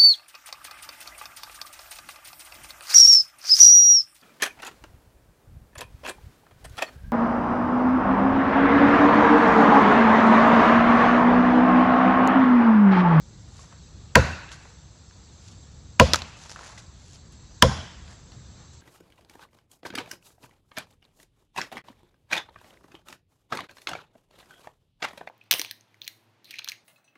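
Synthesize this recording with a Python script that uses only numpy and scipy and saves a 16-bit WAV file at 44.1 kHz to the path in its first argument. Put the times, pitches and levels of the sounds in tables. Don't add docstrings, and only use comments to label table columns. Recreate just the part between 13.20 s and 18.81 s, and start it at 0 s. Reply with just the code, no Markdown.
import sys
import numpy as np
from scipy import signal
from scipy.fft import rfft, irfft, next_fast_len
from scipy.io import wavfile
from scipy.ndimage import uniform_filter1d, map_coordinates

SR = 44100
rng = np.random.default_rng(int(sys.argv[2]) if len(sys.argv) > 2 else 0)


def linear_from_db(decibels):
    return 10 ** (np.asarray(decibels, float) / 20)


def digitize_waveform(pressure):
    field = np.atleast_2d(pressure).T
    bounded = np.clip(field, -1, 1)
    quanta = np.round(bounded * 32767).astype(np.int16)
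    wavfile.write(sys.argv[1], SR, quanta)


N = 247397
BARK_S = 0.004


def unit(x):
    return x / np.sqrt(np.mean(x ** 2) + 1e-20)


def along(points, hz):
    f, v = np.transpose(points)
    return np.interp(np.log(hz + 1), np.log(f + 1), v)


def wobble(rate):
    knots = rng.standard_normal(int(N * rate / SR) + 4)
    return map_coordinates(knots, [np.arange(N) * rate / SR])


def coloured(x, gain):
    m = next_fast_len(len(x) + 8192)
    return irfft(rfft(x, m) * gain(np.fft.rfftfreq(m, 1 / SR)), m)[:len(x)]


def noise(spectrum, size=N):
    points = [(1, -120)] + list(spectrum) + [(SR / 2, -120)]
    return unit(coloured(rng.standard_normal(size), lambda hz: linear_from_db(along(points, hz))))


def bump(hz, centre_hz, octaves, db):
    return linear_from_db(db * np.exp(-(np.log2((hz + 1) / centre_hz) / octaves) ** 2))


def add(track, s, sound):
    part = track[round(s * SR):][:len(sound)]
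    part += sound[:len(part)]


def patchy(x, db):
    z = signal.stft(x, nperseg=1024)[2]
    field = uniform_filter1d(rng.standard_normal(z.shape), size=3, axis=0)
    field = uniform_filter1d(field, size=3, axis=1)
    return unit(signal.istft(z * linear_from_db(db * unit(field)), nperseg=1024)[1][:len(x)])


def background():
    # frequency in Hz, density in dB per Hz before levelling.
    rumble_spectrum = [(13, -52), (22, -19), (61, 4), (87, 2), (156, -3.5), (375, -23), (456, -30),
                       (500, -21.5), (650, -42), (1100, -120)]
    hiss_spectrum = [(180, -28.5), (300, -4), (600, -10), (1000, -11), (1600, -15), (2100, -18),
                     (3100, -17.5), (3700, -11), (4400, -10), (5400, -14.5), (6250, -9), (7000, -15),
                     (7600, -5), (8400, -25), (9200, -37.5), (10500, -41), (16000, -51.5)]
    lumps = linear_from_db(0.99 * wobble(8) + 0.8 * wobble(1.7))
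    rumble = linear_from_db(-48.5) * unit(lumps * noise(rumble_spectrum))
    hiss_gain = linear_from_db(-56.5 + 0.56 * wobble(3.0))
    return rumble + hiss_gain * patchy(noise(hiss_spectrum), db=2.5)


def stirs():
    # peak in seconds, rise in seconds, fall in seconds, bright rustle in dB, dull scuff in dB.
    stir_rows = [(0.428, .22, 0.1, -52.5, -59), (.53, 0.045, 0.058, -66, -55.5),
                 (1.32, 0.013, 0.058, -43, -49), (1.449, .15, 0.15, -59.5, -55.5),
                 (2.288, 0.15, .1, -54.5, -69), (3.098, .1, 0.11, -58, -53), (3.17, .01, 0.13, -54, -58),
                 (3.26, 0.11, .04, -46.5, -52), (3.32, 0.06, 0.054, -45.5, -56),
                 (3.365, .004, .12, -60, -48.5), (3.462, 0.155, 0.19, -48.5, -48.5),
                 (3.58, 0.0077, 0.054, -45, -48.5), (3.945, 0.22, 0.065, -52.5, -68.5),
                 (4.125, 0.011, .05, -58.5, -64.5), (4.917, 0.11, 0.089, -55, -52.5),
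                 (5.122, 0.0092, 0.083, -63, -57.5), (5.41, 0.098, .1, -80, -59),
                 (5.537, .01, .03, -57.5, -75.5)]
    edge_db = 20
    s, rise, fall, bright_db, dull_db = np.transpose(stir_rows)[:, :, None]
    late = np.arange(0, N + 64, 64) / SR - s
    before, after = -late / np.maximum(rise, 0.003), late / np.maximum(fall, 0.003)
    under_db = edge_db * np.maximum(before, after)
    bright_power = linear_from_db(bright_db - under_db) ** 2
    dull_power = linear_from_db(dull_db - under_db / 1.2) ** 2
    return [np.interp(np.arange(N) / SR, late[0] + s[0], np.sqrt(power.sum(axis=0)))
            for power in (bright_power, dull_power)]


def movement():
    # frequency in Hz, density in dB per Hz before levelling.
    rustle_spectrum = [(1200, -32), (2500, -2), (4500, 1.5), (7000, 2.5), (9500, -9), (11500, -22.5),
                       (14000, -34.5)]
    scuff_spectrum = [(300, -15.5), (700, -3.5), (1200, -4), (1800, -6), (3000, -18)]
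    bright, dull = stirs()
    grain = unit(linear_from_db(1.3 * wobble(70) + 3 * wobble(400)) * noise(rustle_spectrum))
    scuff = unit(linear_from_db(1.5 * wobble(90)) * noise(scuff_spectrum))
    dull = np.hypot(dull, linear_from_db(-69))
    return bright * grain + dull * scuff


def snaps():
    # start in seconds, level in dB, ring in Hz, ring t60 in seconds.
    snap_rows = [(0.392, -42.5, 1104, 0.048), (.526, -42, 1050, .014), (1.291, -36.5, 3730, .008),
                 (1.3174, -29.5, 3380, 0.0051), (1.333, -35.5, 4470, .0045), (1.91, -43.5, 1610, 0.0097),
                 (2.9345, 2.5, 4300, .0022), (2.9405, -12.5, 1000, .005), (2.944, -5.5, 1320, 0.013),
                 (2.958, -8.5, 6200, 0.0036), (2.989, -27, 6000, .0067), (3.0195, -19.5, 3850, 0.0029),
                 (3.237, -38, 6200, 0.0063), (3.259, -36, 1010, .0054), (3.2958, -27, 5370, 0.0026),
                 (3.3045, -31.5, 6400, 0.0069), (3.316, -28, 5860, 0.0049), (3.348, -39, 6000, .0068),
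                 (3.3606, -29.5, 1350, 0.0076), (3.3915, -31, 1270, 0.013), (3.41, -33, 990, .013),
                 (3.463, -39, 1500, 0.013), (3.577, -37.5, 2020, 0.025), (3.958, -39, 4860, .0058),
                 (4.124, -48.5, 10500, 0.0043), (4.879, -41, 3470, 0.0077), (5.1195, -37.5, 4240, .0097)]
    # frequency in Hz, density in dB per Hz before levelling.
    splinter_spectrum = [(150, -13.5), (400, -2.5), (1000, -0.5), (6500, -7), (10000, -20.5), (12500, -25),
                         (16000, -35)]
    out, t = np.zeros(N), np.arange(SR // 4) / SR
    for s, db, hz, t60 in snap_rows:
        ring = np.sin(2 * np.pi * hz * t) * linear_from_db(-60 * t / max(t60, 0.001)) * (1 - np.exp(-t * hz * 3.5))
        hard = lambda f: linear_from_db(0.63 * db * np.clip(f / 4000 - 2.7, 0, 1))
        colour = lambda f: bump(f, hz, 0.48, 5.8) * hard(f)
        grit = unit(coloured(noise(splinter_spectrum, size=len(t)), colour))
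        grit = grit * (1 - np.exp(-(t / 0.0003) ** 2))
        tick = 0.5 * linear_from_db(-60 * t / 0.0067)
        crumbs = linear_from_db(-19) * (linear_from_db(-60 * t / 0.027) + linear_from_db(-14.5 - 60 * t / 0.2))
        add(out, s, linear_from_db(db) * (0.9 * ring + grit * (tick + crumbs)))
    return out


def split(hz, blow, depth):
    # centre in Hz,
    # then gain in dB at the first, second and third blow, before the depth factor.
    resonances = [(1000, 5.5, 2, 5.5), (1500, 11, 2.4, 5.5), (1900, 6, 1, 3), (2600, 6, 6.5, 0),
                  (3250, -3.5, 4.5, 7.5), (4330, 3.5, 4.4, 0.5), (5320, -2, 4, 7.5), (6900, -0.5, 2.3, 4),
                  (9470, -4, 0.89, 5)]
    gains = [bump(hz, centre_hz, 0.17, depth * db[blow]) for centre_hz, *db in resonances]
    return np.prod(gains, axis=0)


def crack(blow):
    # frequency in Hz, density in dB per Hz before levelling.
    bite_spectrum = [(400, -24.5), (1000, -4.5), (1700, -1.5), (3000, -4.5), (6500, -13.5), (9000, -19.5),
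                     (12000, -31.5), (16000, -34)]
    t = np.arange(SR // 10) / SR - BARK_S
    after = np.maximum(t, 0)
    fibres = noise(bite_spectrum, size=len(t))
    fibres = unit(coloured(fibres, lambda hz: split(hz, blow, depth=1.3)))
    scrape = linear_from_db(-30.5 + 60 * np.minimum(t, 0) / 0.024) * (t < 0)
    burst = (1 - np.exp(-after / 0.0003)) / (1 + (after / 0.0032) ** 5)
    spatter = linear_from_db(-21.5 - 60 * after / 0.09) * (1 - np.exp(-after / 0.002))
    return fibres * (scrape + 0.67 * burst + spatter)


def trunk(knock_db, thump_db):
    # frequency in Hz, level in dB
    # before the blow's own, time of peak in seconds, sharpness of the swell (exponent).
    modes = [(28, -20, .022, 2), (60, -15, 0.03, 0.9), (79.6, -12.5, 0.022, 0.2), (84.8, -14.5, 0.02, 0.26),
             (128.5, -4.5, 0.018, 1.3), (168, -11.5, 0.011, 1.1), (211, -1, 0.0055, 1.3),
             (282, -17.5, 0.017, 1.3), (353, -20, 0.013, 3.9), (399, -11, 0.0082, 1.5),
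             (478, -8, 0.019, 2.8), (523.5, -6.5, .027, 5.6), (554.7, -11, .014, 1.6),
             (602, -2, 0.0049, 0.64), (672, -9, 0.012, 1.5), (800, -12.5, .008, 0.98),
             (989, 1, 0.0066, 1.7), (1068, -9, .011, 1.5), (1364, -12.5, 0.0055, 0.6),
             (1544, -23, .005, 0.84), (2010, -14.5, 0.0033, 1.4)]
    # frequency in Hz, density in dB per Hz before levelling.
    shudder_spectrum = [(40, -25), (75, -0.5), (130, 0.5), (220, -5.5), (350, -18), (600, -32)]
    t = np.arange(SR) / SR
    shudder = linear_from_db(thump_db - 15.5 - 60 * t / 0.52) * (1 - np.exp(-t / 0.0039))
    ring = shudder * noise(shudder_spectrum, size=SR)
    for hz, db, peak, sharp in modes:
        swell = (t / peak * np.exp((1 - (t / peak) ** 1.4) / 1.4)) ** sharp
        share = np.clip(np.log2(hz / 250), 0, 1)
        shake_db = rng.normal(0, 1)
        level_db = db + share * knock_db + (1.5 - share) * thump_db + shake_db
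        ring += linear_from_db(level_db) * swell * np.sin(2 * np.pi * hz * t)
    return ring


def forest(blow):
    # frequency in Hz, density in dB before levelling.
    answer_spectrum = [(100, -12), (300, -2.5), (600, 3.5), (1500, -6), (3000, -11), (6500, -12.5),
                       (8500, -21), (11500, -31.5), (16000, -63)]
    # frequency in Hz, t60 in seconds.
    decay = [(100, .5), (400, 0.54), (1100, 0.76), (2900, 1), (7000, 0.69), (12000, 0.52)]
    scattered = patchy(noise(answer_spectrum, size=2 * SR), db=2.0)
    hz, t, z = signal.stft(scattered, SR, nperseg=256)
    slow = linear_from_db(-60 * t / along(decay, hz)[:, None])
    early = linear_from_db(-6.0 - 60 * t / 0.13)
    tail = signal.istft(z * (slow + early), SR, nperseg=256)[1]
    tail = coloured(tail, lambda f: split(f, blow, depth=0.97))
    return tail * (1 - np.exp(-np.arange(len(tail)) / (0.0017 * SR)))


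def axe():
    # bite in seconds, crack in dB, knock in dB and thump in dB (both weighted
    # mode by mode in the trunk), forest answer in dB.
    blow_rows = [(.9546, 4.5, -6.5, -5.5, -26), (2.7974, 2, -4.5, -5.5, -28), (4.4231, 3.5, -7.5, -6, -29)]
    out = np.zeros(N)
    for blow, (s, crack_db, knock_db, thump_db, answer_db) in enumerate(blow_rows):
        add(out, s - BARK_S, linear_from_db(crack_db) * crack(blow))
        add(out, s + 0.002, trunk(knock_db, thump_db))
        add(out, s, linear_from_db(answer_db) * forest(blow))
    return out


def scene():
    return (background() + movement() + snaps() + axe())[None]


def band_limit(x):
    return signal.sosfilt(signal.butter(12, 16670, fs=SR, output="sos"), x)


def record(dry):
    picked = coloured(dry[0], lambda hz: bump(hz, 8300, 0.092, -6.5))[None]
    clipped = picked / (1 + np.abs(picked / 0.94) ** 6) ** (1 / 6)
    return band_limit(clipped)


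dry = scene()
out = record(dry)
digitize_waveform(out)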